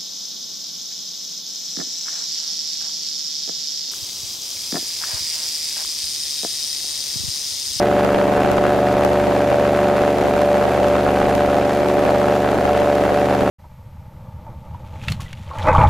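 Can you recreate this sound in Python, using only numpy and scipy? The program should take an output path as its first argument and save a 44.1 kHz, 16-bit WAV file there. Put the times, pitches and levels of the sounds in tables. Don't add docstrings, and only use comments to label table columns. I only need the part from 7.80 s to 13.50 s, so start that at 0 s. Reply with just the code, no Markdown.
import sys
import numpy as np
from scipy import signal
from scipy.fft import rfft, irfft
from scipy.io import wavfile
from scipy.ndimage import uniform_filter1d

SR = 44100
rng = np.random.default_rng(int(sys.argv[2]) if len(sys.argv) > 2 else 0)


def waveform_to_disk(signal):
    frames = np.transpose(np.atleast_2d(signal))
    scaled = np.clip(frames, -1, 1) * 32767
    samples = np.round(scaled).astype(np.int16)
    wavfile.write(sys.argv[1], SR, samples)


N = 251370
TIME = np.arange(N) / SR

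# time_s, speed_rpm
ENGINE_SPEED = [(0, 2917.7), (1.4, 2920.3), (3.2, 2917.3), (4.6, 2921.2), (5.7, 2913.1)]
# position_0_to_1, relative_level_db
BLASTS = [(.083, 5.5), (.235, -7), (.305, -0.5), (.418, 6), (0.636, 2), (.748, 6), (0.848, -4.5),
          (0.993, 3.5)]
# multiple_of_cycle_rate, relative_level_db
DRONE_TONES = [(1, -68), (2, -66), (3, -11), (4, -30.5), (5, -9.5), (6, -21.5), (7, -24.5), (8, -7),
               (9, -11), (10, -24.5), (11, -9), (12, -7), (13, -27), (14, -37), (15, -3.5), (16, -13.5),
               (17, -29.5), (18, -6), (19, -11), (20, -23), (21, -7), (22, -28), (23, -14), (24, 3),
               (25, -32), (26, -21), (27, -7), (28, -21), (29, -13.5), (30, -4), (31, -19.5), (32, -15.5),
               (33, -10), (34, -63), (35, -14.5), (36, -48), (37, -31), (38, -15)]
# pitch_hz, width_hz, gain_db
PIPE_NOTES = [(212, 38, -21.5), (382, 34, -14), (594, 20, 6.5), (720, 72, 4.5)]
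# time_s, gain_db
BARK_SWELL = [(0, 1.5), (.3, 2.5), (1.8, -1.5), (2.13, 2.5), (2.45, -2.5), (3.15, -0.3), (4.2, -2),
              (4.9, 2), (5.7, 0)]
# pitch_hz, gain_db
BARK_COLOUR = [(780, -37), (920, 7), (1020, 8.5), (1300, 14.5), (1600, 8), (2100, -6), (2450, -9),
               (2670, 6.5), (2900, -9), (4500, -16), (7000, -42), (15000, -56)]
# pitch_hz, gain_db
GAS_COLOUR = [(400, 5), (900, 11), (1600, 7.5), (2100, -0.5), (2450, 3.5), (2670, -6), (2900, -5.5),
              (4200, -7.5), (5200, -13), (6800, -23), (9000, -19.5), (11500, -50.5), (15000, -46)]
# pitch_hz, gain_db
WASH_SPREAD = [(120, -2), (280, -9), (550, -15), (1800, -12), (4000, -6), (10000, -5)]
# pitch_hz, gain_db
WASH_COLOUR = [(20, -35), (60, -25), (120, -15.5), (220, -1.5), (600, 3.5), (800, -1.5), (1050, -14.5),
               (2000, -13.5), (2700, -17), (5200, -29), (6800, -27.5), (8500, -35.5), (11500, -32),
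               (15000, -40.5)]
# start_s, relative_level_db, pan_db (added on the left, taken off on the right)
TICKS = [(0.2467, -29, -10), (0.715, -26.5, -8), (1.248, -25, -8), (2.384, -30, -7), (2.617, -25, -2.5),
         (3.0833, -31, -9), (3.5507, -27, -10), (4.0845, -30, -8), (5.153, -26, -5)]
# pitch_hz, gain_db
TICK_COLOUR = [(300, 4), (1500, 10), (5000, 4), (10000, -1.5), (15000, -3)]


def undb(db):
    return 10 ** (np.asarray(db) / 20)


def level(x, db):
    return x * undb(db) / np.sqrt(np.mean(x ** 2))


def colour(x, points):
    hz, db = np.transpose(points)
    f = np.maximum(np.arange(N // 2 + 1) * SR / N, 1)
    return irfft(rfft(x) * undb(np.interp(np.log(f), np.log(hz), db)), N)


def resonance(f, pitch_hz, width_hz):
    return 1j * f * width_hz / (pitch_hz ** 2 - f ** 2 + 1j * f * width_hz)


def wander(per_s):
    step = int(SR / per_s)
    held = np.repeat(rng.standard_normal(N // step + 1), step)[:N]
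    return level(uniform_filter1d(uniform_filter1d(held, step), step), 0)


def clicks(times, sizes):
    at = np.clip(times * SR, 0, N - 2)
    i = at.astype(int)
    return np.bincount(i, sizes * (1 - at + i), N) + np.bincount(i + 1, sizes * (at - i), N)


def firings(cycles, scatter_db, jitter_s):
    position, db = np.transpose(BLASTS)
    due = (np.arange(-1, cycles[-1] + 1)[:, None] + position).ravel()
    late, strong = rng.standard_normal((len(due), 2)).T
    times = np.interp(due, cycles, TIME) + jitter_s * late
    sizes = undb(np.resize(db, len(due)) + scatter_db * np.clip(strong, -2, 1))
    heard = (due > 0) & (due < cycles[-1])
    return times[heard], sizes[heard]


def drone(cycles, db, waver_db, pipe_hz, pipe_width_hz):
    position, blast_db = np.transpose(BLASTS)
    cycle_hz = cycles[-1] * SR / N
    out = 0
    for multiple, tone_db in DRONE_TONES:
        push = -np.sum(undb(blast_db) * np.exp(-2j * np.pi * multiple * position))
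        phase = np.angle(push * resonance(multiple * cycle_hz, pipe_hz, pipe_width_hz))
        gain = undb(tone_db + waver_db * wander(per_s=6))
        out = out + gain * np.cos(2 * np.pi * multiple * cycles + phase)
    return level(out, db)


def burble(times, sizes, db):
    kicks = clicks(times, np.sqrt(sizes) * (rng.random(len(times)) - .5))
    f = np.arange(N // 2 + 1) * SR / N
    pipes = sum(undb(gain_db) * resonance(f, hz, width) for hz, width, gain_db in PIPE_NOTES)
    return level(irfft(rfft(kicks) * pipes, N), db)


def overload(x, ceiling_db):
    limited = undb(ceiling_db) * np.tanh(x / undb(ceiling_db))
    return colour(limited, [(15, -20), (65, 0)])


def bark(times, sizes, db, lead_s, lead_share, cluster_db, clusters_per_s):
    swell_db = np.interp(times, *np.transpose(BARK_SWELL))
    surge_db = cluster_db * np.interp(times, TIME, wander(clusters_per_s))
    suck = sizes * undb(swell_db + surge_db)
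    push = lead_share * suck * 2 * rng.random(len(times))
    pressure = clicks(times - lead_s, push) - clicks(times, suck)
    return level(colour(pressure, BARK_COLOUR), db)


def gas_rasp(times, sizes, db, puff_s, tail_s, tail_share):
    t = np.arange(-1000, 1001) / SR
    puff = np.exp(-np.abs(t) / puff_s)
    tail = tail_share * (t > 0) * np.exp(-np.abs(t) / tail_s)
    flow = signal.fftconvolve(clicks(times, sizes), puff + tail, "same")
    middle, side = rng.standard_normal((2, N))
    hiss = middle + undb(-30) * np.array([side, -side])
    return level(colour(flow * hiss, GAS_COLOUR), db)


def wash(db, flicker_db):
    middle, side = rng.standard_normal((2, N))
    side = colour(side, WASH_SPREAD)
    rush = colour(middle + np.array([side, -side]), WASH_COLOUR)
    return level(rush * undb(flicker_db * wander(per_s=250)), db)


def crackle(sound, share, slip_s, length_s, beats_per_s):
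    first_s = .0147
    starts = np.arange(first_s, N / SR, 1 / beats_per_s)
    nearest = np.clip(np.round((TIME - first_s) * beats_per_s).astype(int), 0, len(starts) - 1)
    age_s = TIME - starts[nearest]
    dice = rng.uniform(0, 1, (len(starts), 5))[nearest].T
    chosen = dice[0] < share
    out = []
    for channel, jump, hold in zip(sound, dice[1:3], dice[3:5]):
        slipping = chosen & (age_s > 0) & (age_s < (.5 + hold) * length_s)
        blend = uniform_filter1d(slipping.astype(float), size=9)
        shifted = np.interp(TIME + slip_s * (2 * jump - 1), TIME, channel)
        out.append(channel + blend * (shifted - channel))
    return np.array(out)


def ticks(gain_db, delay_s):
    times, db, pan_db = np.transpose(TICKS)
    pair = [clicks(times + delay_s, undb(db + gain_db + side * pan_db)) for side in (1, -1)]
    return colour(np.array(pair), TICK_COLOUR)


def scene():
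    rpm = np.interp(TIME, *np.transpose(ENGINE_SPEED))
    cycles = np.cumsum(rpm) / (2 * 60 * SR)
    cycles += 0.00082 * wander(per_s=13)
    times, sizes = firings(cycles, scatter_db=3.5, jitter_s=.00006)
    hum = drone(cycles, db=-15.0, waver_db=1.5, pipe_hz=582.5, pipe_width_hz=80)
    hum = overload(hum + burble(times, sizes, db=-27.5), ceiling_db=-4)
    barks = bark(times, sizes, db=-31.5, lead_s=0.000766, lead_share=0.43,
                 cluster_db=1.0, clusters_per_s=20)
    rasp = gas_rasp(times, sizes, db=-30.5, puff_s=0.0022, tail_s=0.0021, tail_share=0.15)
    return hum + barks + rasp + wash(db=-25, flicker_db=1.0)


def record(dry):
    rounded = dry / (1 + dry ** 6) ** (1 / 6)
    crackling = crackle(rounded, share=.6, slip_s=0.001117, length_s=0.00267, beats_per_s=29.97)
    crackling += ticks(gain_db=13.5, delay_s=0.001096)
    treble_cut = signal.ellip(10, .2, 80, 15400, fs=SR, output="sos")
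    return signal.sosfilt(treble_cut, crackling)


dry = scene()
out = record(dry)
waveform_to_disk(out)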